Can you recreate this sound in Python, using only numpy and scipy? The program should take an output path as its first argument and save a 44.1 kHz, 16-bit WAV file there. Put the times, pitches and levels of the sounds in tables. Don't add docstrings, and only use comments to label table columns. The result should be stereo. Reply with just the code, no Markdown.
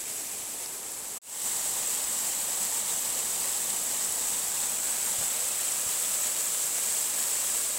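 import sys
import numpy as np
from scipy import signal
from scipy.fft import rfft, irfft, next_fast_len
from scipy.io import wavfile
from scipy.ndimage import map_coordinates

SR = 44100
rng = np.random.default_rng(int(sys.argv[2]) if len(sys.argv) > 2 else 0)


def digitize_waveform(pressure):
    field = np.atleast_2d(pressure).T
    bounded = np.clip(field, -1, 1)
    quanta = np.round(bounded * 32767).astype(np.int16)
    wavfile.write(sys.argv[1], SR, quanta)


N = 343098
TIME = np.arange(N) / SR
HZ = np.maximum(np.fft.rfftfreq(N, 1 / SR), 1)
BREAK_START_S, BREAK_END_S = 1.19, 1.217

# frequency in Hz, relative level in dB.
FAR_TONE = [(30, -91), (60, -85.7), (140, -84.5), (260, -78), (420, -77), (900, -76), (1400, -79.5),
            (2500, -81.5), (4200, -86), (6500, -89), (10000, -92.5), (15500, -91.5)]
NEAR_TONE = [(30, -86), (60, -84), (130, -81.5), (220, -75), (330, -75), (550, -71.5), (950, -71.5),
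             (1500, -73.5), (3000, -74.5), (5500, -79), (10000, -81), (12500, -82), (15500, -76)]
# frequency in Hz, gain in dB.
FAR_LEFT_GAIN = [(30, -1), (200, -3), (450, -4.5), (1000, -7.5), (2400, -8), (3400, -15), (5000, -6),
                 (7200, -4.5), (10000, 3), (13000, 0.5), (15500, -1)]
NEAR_LEFT_GAIN = [(30, 2), (100, -2.5), (300, -5), (1000, -7.5), (2000, -8.5), (5000, -8), (9000, -5.5),
                  (13000, -0.5), (15500, -12)]
# frequency in Hz, likeness from 0 to 1.
LIKENESS = [(30, .55), (90, 0.97), (250, 0.91), (600, 0.78), (1000, 0.72), (2000, 0.29), (4000, 0.1),
            (8400, 0.29), (9800, 0.92), (15500, 0.78)]
# pitch in Hz, width in Hz, boost in dB.
LEFT_PORT = [(3660, 1850, 7.5), (7000, 1700, 7), (10730, 2900, 9)]
RIGHT_PORT = [(7890, 970, 23.7)]
# churning, spray, extra spray on the left and airy top in dB, then the left microphone's head start
# and the echo delays of two rock faces in milliseconds.
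FAR_POSE = dict(swing_s=(0.1, 1.0), churn_db=(-48, -49), spray_db=(-35.5, -37.5), spray_left_db=(1.5, 1.9),
            air_db=(0.5, 0), lead_ms=(0.34, 0.22), rock_ms=(2.5, 2.33), back_rock_ms=(3.6, 3.6))
NEAR_POSE = dict(swing_s=(3.83, 6.74), churn_db=(-44.5, -46), spray_db=(-29.5, -28.5),
             spray_left_db=(0.8, -1.3), air_db=(-0.76, 0.2), lead_ms=(0.19, -0.11), rock_ms=(1.055, 1.83),
             back_rock_ms=(2.88, 2.73))
# time of the peak in seconds, time to swell in seconds, rise in dB.
GUSTS = [(1.9, .4, 6), (4.6, .5, 6)]
# start in seconds, level in dB, pitch in Hz, decay in seconds.
BUMPS = [(.6605, -22, 5300, 0.00074), (5.185, -37, 105, 0.0094), (5.211, -38, 152, 0.012),
         (5.862, -40, 95, 0.01)]


def undb(db):
    return 10 ** (np.asarray(db) / 20)


def unit(x):
    return x / np.sqrt(np.mean(x ** 2))


def curve(points):
    hz, value = np.transpose(points)
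    return np.interp(np.log(HZ), np.log(hz), value)


def shape(x, response):
    size = next_fast_len(N, real=True)
    gains = np.interp(np.fft.rfftfreq(size, 1 / SR), HZ, response)
    return irfft(rfft(x, size) * gains, size)[..., :N]


def below(hz, order=2):
    return 1 / np.sqrt(1 + (HZ / hz) ** (2 * order))


def above(hz, order=2):
    return np.sqrt(1 - below(hz, order=order) ** 2)


def delay(x, ms):
    return map_coordinates(x, [np.arange(N) - ms * SR / 1000], order=3, mode="nearest")


def wander(hz):
    return unit(shape(rng.standard_normal(N), below(hz)))


def camera(name):
    def swing(pose):
        progress = np.interp(TIME, pose["swing_s"], (0, 1))
        first, last = pose[name]
        return first + (last - first) * (1 - np.cos(np.pi * progress)) / 2
    return np.where(TIME < BREAK_START_S, swing(FAR_POSE), swing(NEAR_POSE))


def churning(surge):
    paths = rng.standard_normal((3, N))
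    paths[0] += undb(-14.5) * bubbles(low_hz=357, high_hz=2840, cycles=17.2, glide=0.23, spread_db=2)
    return rock_echo(at_microphones(*paths)) * undb(0.5 * surge)


def bubbles(low_hz, high_hz, cycles, glide, spread_db, count=5000):
    out = np.zeros(N + SR)
    for when, pitch, size in rng.random((count, 3)):
        hz = low_hz + (high_hz - low_hz) * pitch
        life = np.linspace(0, 1, int(cycles * SR / hz))
        ring = np.sin(2 * np.pi * cycles * life * (1 + glide * life / 2)) * undb(-40 * life)
        strength = np.sqrt(hz) * undb(-spread_db * np.log(size + .01))
        start = int(when * N)
        out[start:start + len(ring)] += strength * ring
    return unit(out[:N])


def spray(surge):
    mist = rng.standard_normal((3, N)) * splashes(per_second=1000, spread_db=2.4, length_s=.009, share=.26)
    drops = rng.standard_normal((3, N)) * unit(impacts(per_second=2000, spread_db=3.4))
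    fizz = np.array([bubbles(low_hz=1500, high_hz=15000, cycles=70, glide=.04, spread_db=2.6)
                     for _ in range(3)])
    flicker = undb(.3 * np.array([wander(hz=10) for _ in range(3)]))
    paths = flicker * (mist + undb(-14) * drops + undb(-9) * fizz)
    return rock_echo(at_microphones(*paths)) * undb(.4 * surge)


def splashes(per_second, spread_db, length_s, share):
    slap = np.hanning(int(length_s * SR)) ** 2
    bursts = signal.fftconvolve(impacts(per_second, spread_db) ** 2, slap, mode="same")
    return np.sqrt(1 - share + share * bursts / bursts.mean())


def impacts(per_second, spread_db):
    hits = rng.random(N) < per_second / SR
    size = np.minimum(rng.exponential(size=N), 5)
    return hits * undb(spread_db * size)


def at_microphones(straight, left, right):
    likeness = np.clip(curve(LIKENESS), 0, .99)
    shared = shape(straight, np.sqrt(likeness))
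    scattered = shape(np.array([left, right]), np.sqrt(1 - likeness))
    steered = below(3200, order=6)
    shared_left = delay(shape(shared, steered), -camera("lead_ms")) + shape(shared, 1 - steered)
    return np.array([shared_left, shared]) + scattered


def rock_echo(pair, slant_ms=0.044):
    first_ms, second_ms = camera("rock_ms"), camera("back_rock_ms")
    dull = shape(pair, below(3200))
    echoes = [0.16 / first_ms * delay(x, first_ms + side * slant_ms)
              - 0.21 / second_ms * delay(x, second_ms) for x, side in zip(dull, (1, -1))]
    return pair + np.array(echoes)


def port(rings):
    boosts = [1 + (undb(db) - 1) / (1 + 1j * (HZ / hz - hz / HZ) * hz / width) for hz, width, db in rings]
    return np.prod(boosts, axis=0)


def heard_from(churn, hiss, tone, left_gain, split_hz=1500, air_hz=10000):
    water = undb(curve(tone))
    mics = [water * undb(curve(left_gain)) * port(LEFT_PORT), water * port(RIGHT_PORT)]
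    lows = np.array([shape(x, below(split_hz) * mic) for x, mic in zip(churn, mics)])
    highs = np.array([shape(x, above(split_hz) * mic) for x, mic in zip(hiss, mics)])
    highs += (undb(camera("air_db")) - 1) * shape(highs, above(air_hz, order=8))
    highs[0] *= undb(camera("spray_left_db"))
    return (lows / np.std(lows.mean(axis=0)) * undb(camera("churn_db"))
            + highs / np.std(highs.mean(axis=0)) * undb(camera("spray_db")))


def wind(breeze_db=-70.5, rumble_hz=50):
    gust_db = sum(rise_db * np.exp(-((TIME - when) / swell_s) ** 2) for when, swell_s, rise_db in GUSTS)
    swirls = shape(rng.standard_normal((2, N)), below(rumble_hz) * above(19))
    return unit(swirls) * undb(breeze_db + gust_db)


def bumps(left_db=-3):
    out = np.zeros(N)
    for start, db, hz, decay_s in BUMPS:
        age = np.maximum(TIME - start, 0)
        out += undb(db) * np.sin(2 * np.pi * hz * age) * np.exp(-np.minimum(age / decay_s, 20))
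    return np.array([undb(left_db) * out, out])


def scene(fade_out_s=.013, fade_in_s=.29):
    surge = wander(hz=9)
    churn, hiss = churning(surge), spray(surge)
    far = heard_from(churn, hiss, FAR_TONE, FAR_LEFT_GAIN)
    near = heard_from(churn, hiss, NEAR_TONE, NEAR_LEFT_GAIN)
    fade_out = np.clip((BREAK_START_S - TIME) / fade_out_s, 0, 1) ** 3
    fade_in = np.interp(TIME, (BREAK_END_S, BREAK_END_S + fade_in_s), (0.025, 1), left=0)
    return fade_out * far + fade_in * near + (fade_out + fade_in) * (wind() + bumps())


def record(dry):
    return shape(dry, below(15800, order=200))


dry = scene()
out = record(dry)
digitize_waveform(out)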